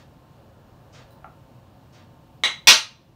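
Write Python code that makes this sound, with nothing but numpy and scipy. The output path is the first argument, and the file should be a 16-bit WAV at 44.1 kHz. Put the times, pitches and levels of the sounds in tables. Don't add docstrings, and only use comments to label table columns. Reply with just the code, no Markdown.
import sys
import numpy as np
from scipy import signal
from scipy.fft import rfft, irfft
from scipy.io import wavfile
from scipy.ndimage import uniform_filter1d

SR = 44100
rng = np.random.default_rng(int(sys.argv[2]) if len(sys.argv) > 2 else 0)


def volts_from_decibels(level):
    exponent = np.asarray(level, float) / 20
    return 10 ** exponent


def wrap_up_sound(samples):
    columns = np.atleast_2d(samples).T
    tamed = np.clip(columns, -1, 1)
    steps = np.round(tamed * 32767).astype(np.int16)
    wavfile.write(sys.argv[1], SR, steps)


N = 138915
ROOM_DB = 4.5


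def rms_one(x):
    return x / np.sqrt(np.mean(x ** 2) + 1e-20)


def at_hz(points, hz):
    table_hz, values = np.transpose(points)
    return np.interp(np.log(hz), np.log(table_hz), values)


def band_pass(x, low_hz, high_hz):
    return signal.sosfilt(signal.butter(2, [low_hz, high_hz], "band", fs=SR, output="sos"), x)


def drift(rate_hz):
    step = 40
    r = np.exp(-2 * np.pi * step * rate_hz / SR)
    slow = signal.lfilter([1], [1, -2 * r, r * r], rng.standard_normal(N // step + 2002))[2000:]
    return np.interp(np.arange(N) / step, np.arange(len(slow)), rms_one(slow))


def bands(size):
    edges = 22 * 2 ** np.arange(0, 9.7, 1 / 3)
    run_in = 8000
    white = rng.standard_normal((2, size + run_in))
    out = []
    for k, (low, high) in enumerate(zip(edges, edges[1:])):
        noise = band_pass(white[k % 2], low, high)
        out.append((np.sqrt(low * high), noise[run_in:]))
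    return out


def coloured(spectrum, patchy_db, size=N, swell_db=0):
    together = drift(2.1)[:size]
    out = 0
    for hz, noise in bands(size):
        flicker = 0.6 * together + drift(7.3)[:size]
        swell = swell_db * (350 < hz < 1600)
        out = out + volts_from_decibels(at_hz(spectrum, hz) + patchy_db * flicker + swell) * noise
    return rms_one(out)


def struck(modes, hits, spread_db):
    out = np.zeros(N)
    luck = rng.normal(0, 1, (len(hits), len(modes)))
    start_s, hit_db = np.transpose(hits)[:2]
    for k, (hz, mode_db, t60_s) in enumerate(modes):
        clicks = np.full(N, 1e-18)
        clicks[(start_s * SR).astype(int)] = (-1) ** k * volts_from_decibels(hit_db + mode_db + spread_db * luck[:, k])
        r, w = volts_from_decibels(-60 / (t60_s * SR)), 2 * np.pi * hz / SR
        out += signal.lfilter([0, np.sin(w)], [1, -2 * r * np.cos(w), r * r], clicks)
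    return out


def cracks(hits, spectrum):
    size = 4096
    hz = np.maximum(np.arange(size // 2 + 1) * SR / size, 1)
    folded = irfft(np.log(volts_from_decibels(at_hz(spectrum, hz))), size)
    folded[1:size // 2] *= 2
    folded[size // 2 + 1:] = 0
    click = irfft(np.exp(rfft(folded)), size)
    clicks = np.zeros(N)
    for start_s, _, crack_db in hits:
        clicks[int(start_s * SR)] = volts_from_decibels(crack_db) * rng.choice([-1, 1])
    return signal.fftconvolve(clicks, click / np.abs(click).max())[:N]


# frequency in Hz, time to fall by 60 dB in seconds.
ROOM_T60 = [(200, .2), (1000, .26), (4000, 0.26), (7000, 0.24), (12000, 0.2)]


def room(x, wet_db):
    build_s, far_db, far_t60_s, far_cut_hz = 0.0047, -41, 0.77, 5500
    t = np.arange(SR // 2) / SR
    tail = 0
    for hz, noise in bands(len(t)):
        near = volts_from_decibels(-60 * t / at_hz(ROOM_T60, hz))
        far = volts_from_decibels(far_db - 60 * t / far_t60_s) / (1 + (hz / far_cut_hz) ** 4)
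        tail = tail + (near + far) * noise
    tail = tail * (1 - np.exp(-t / build_s))
    tail = tail / np.sqrt(np.sum(tail ** 2))
    return x + volts_from_decibels(wet_db) * signal.fftconvolve(x, tail)[:len(x)]


# frequency in Hz, level in dB per Hz.
AIR = [(15, -43.5), (25, -14), (128, 2.5), (173, -5), (296, -7.5), (441, -17.5), (535, -11), (731, -16),
       (1600, -25), (2080, -53), (3520, -120)]
# frequency in Hz, level in dB per Hz.
HISS = [(940, -20), (1600, -13), (2030, -4), (2630, 0.5), (2870, -1.5), (4490, -2), (4890, -5.5),
        (10000, -13.5), (15700, -9)]
# time in seconds, level in dB.
STREET = [(0.0, -58), (0.89, -56), (1.17, -54.5), (1.38, -58), (2.12, -58), (2.27, -60.5), (2.4, -60.5)]


def air():
    time_s, level_db = np.transpose(STREET)
    swell_db = np.interp(np.arange(N) / SR, time_s, level_db - level_db.mean())
    rumble = volts_from_decibels(-51) * coloured(AIR, patchy_db=-0.1, swell_db=swell_db)
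    hiss = volts_from_decibels(-68.5) * coloured(HISS, patchy_db=0.5)
    return rumble + hiss


# frequency in Hz, level in dB rms.
FAN = [(113.0, -65), (543.7, -65), (732.1, -67.5), (899.0, -67), (1050, -70), (1190, -77.5), (1335, -89.5)]


def fan():
    tones = [(hz, db, 24) for hz, db in FAN]
    whine = (2860, -77, 300)
    out = 0
    for hz, db, width_hz in tones + [whine]:
        r, w = np.exp(-np.pi * width_hz / SR), 2 * np.pi * hz / SR
        noise = rng.standard_normal(N + SR)
        tone = signal.lfilter([1, 0, -1], [1, -2 * r * np.cos(w), r * r], noise)[SR:]
        out = out + volts_from_decibels(db) * rms_one(tone)
    return out


# start in seconds, level in dB, hold in seconds.
BRUSHES = [(-.05, -61.5, 0.034), (0.932, -57, 0.045), (1.931, -62, .05)]
# frequency in Hz, level in dB per Hz.
BRUSH = [(240, -31), (400, -30), (517, 2.5), (795, -15), (1520, -8), (2430, -13.5), (4280, -14),
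         (8740, -36.5), (10000, -36), (13000, -74), (22000, -120)]


def brushes():
    attack_s, t60_s, edge_lead_s = 0.0066, 0.22, 0.0056
    lead = SR // 10
    t = np.arange(-lead, N) / SR
    body = edge = 0
    for start_s, db, hold_s in BRUSHES:
        rise = np.clip((t - start_s) / attack_s + 0.5, 0, 1)
        body = body + rise * volts_from_decibels(db - 60 * np.maximum(t - start_s - hold_s, 0) / t60_s)
        early_rise = np.roll(rise, -int(edge_lead_s * SR))
        edge = edge + early_rise * volts_from_decibels(db - 60 * np.maximum(t - start_s, 0) / t60_s)
    cloth = np.resize(coloured(BRUSH, patchy_db=1.0, size=SR // 2), len(t))
    thin = rms_one(band_pass(rng.standard_normal(len(t)), 5700 / 1.28, 5700 * 1.15))
    return room(body * cloth + volts_from_decibels(-3) * edge * thin, ROOM_DB)[lead:]


# start in seconds, level in dB.
TICKS = [(1.108, -52.5), (1.132, -58)]
# frequency in Hz, level in dB, time to fall by 60 dB in seconds.
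BANGLE = [(3980, -6, .025), (5200, -3, .002), (9200, -1, .002), (12000, -3, .002), (15000, -1, .004)]


def bangle():
    return struck(BANGLE, TICKS, spread_db=1)


# frequency in Hz, level in dB, time to fall by 60 dB in seconds.
PLATE = [(610, -4, 0.014), (750, -2, 0.033), (870, -8.5, 0.051), (1150, -6.5, 0.029), (1380, -4, 0.025),
         (2124, -11, .007), (2840, -14, .005)]


def food_drop():
    start_s, level_db = 1.2437, -30.5
    return room(struck(PLATE, [(start_s, level_db)], spread_db=1.5), wet_db=-3)


# frequency in Hz, level in dB, time to fall by 60 dB in seconds.
BOWL = [(1310, -12, .015), (1860, -8, .014), (2160, -2, .02), (2750, -5, .009), (3300, -5, .007),
        (3910, -2, .03), (4050, -7, .014), (6090, -12, .025), (6520, -19, .018), (7760, -21, .022),
        (8350, -29, .014), (9200, -23, .016), (11800, -37, .015), (13000, -35, .015)]
# start in seconds, ring in dB, crack in dB.
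TOUCH = [
    (2.4366, -11.5, -5),
    (2.445, -23, -13.5),
    (2.456, -20.5, -14.5),
]
# frequency in Hz, level in dB per Hz.
TOUCH_CRACK = [(200, -18.5), (400, -9), (1300, -3), (3400, 1), (4600, -11.5), (9000, -21), (10200, -34.5),
               (15700, -40.5)]


def light_touch():
    touch = struck(BOWL, TOUCH, spread_db=1.5) + cracks(TOUCH, TOUCH_CRACK)
    return signal.sosfilt(signal.butter(2, 250, "high", fs=SR, output="sos"), touch)


# frequency in Hz, level in dB, time to fall by 60 dB in seconds.
STACK = [(605, -15.5, 0.02), (860, -18.5, .03), (1219, -8.5, 0.017), (2260, -2.5, 0.0077),
         (2810, -2.5, 0.015), (3130, -4.5, 0.0087), (3750, 3.5, 0.005), (4077, 0, .016), (5750, -4, 0.012),
         (6244, -4, .015), (7580, -16.5, 0.026), (9080, -12.5, 0.016), (11620, -19.5, .015),
         (13000, -21, .015)]
# start in seconds, ring in dB, crack in dB.
LANDING = [(2.672, -8.5, 7), (2.6732, -10, 9.5), (2.6752, -8.5, 10), (2.682, -10, 4), (2.688, -7.5, 5.5),
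           (2.692, -9, 5), (2.696, -11.5, 4), (2.701, -11, 2.5), (2.707, -11.5, 0), (2.712, -16, 0),
           (2.718, -16, 1), (2.722, -18.5, -6), (2.738, -33, -7)]
# frequency in Hz, level in dB per Hz.
LANDING_CRACK = [(60, -46.5), (300, -19.5), (1300, -8), (4100, -1.5), (6300, -7.5), (6900, -14.5),
                 (10000, -20.5), (15700, -34.5)]


def hard_landing():
    return struck(STACK, LANDING, spread_db=2.5) + cracks(LANDING, LANDING_CRACK)


def scene():
    background = air() + fan()
    blows = room(bangle() + light_touch() + hard_landing(), ROOM_DB)
    return (background + brushes() + food_drop() + blows)[None]


def roll_off(x):
    return signal.sosfilt(signal.butter(12, 15850, fs=SR, output="sos"), x)


def record(dry):
    duck_from_db, duck_share, recover_db_per_s, attack_s = -21.5, 0.25, 4.5, 0.03
    climb = recover_db_per_s * np.arange(N) / SR
    level_db = 10 * np.log10(uniform_filter1d(dry[0] ** 2, size=256) + 1e-12)
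    wanted_db = duck_share * np.maximum(level_db - duck_from_db, 0)
    duck_db = np.maximum.accumulate(wanted_db + climb) - climb
    r = np.exp(-1 / (attack_s * SR))
    ducked = dry * volts_from_decibels(-signal.lfilter([1 - r], [1, -r], duck_db))
    clipped = np.clip(ducked, -1, 1)
    mix = signal.sosfilt(signal.ellip(10, 0.3, 50, 15720, fs=SR, output="sos"), clipped)
    return roll_off(mix)


dry = scene()
out = record(dry)
wrap_up_sound(out)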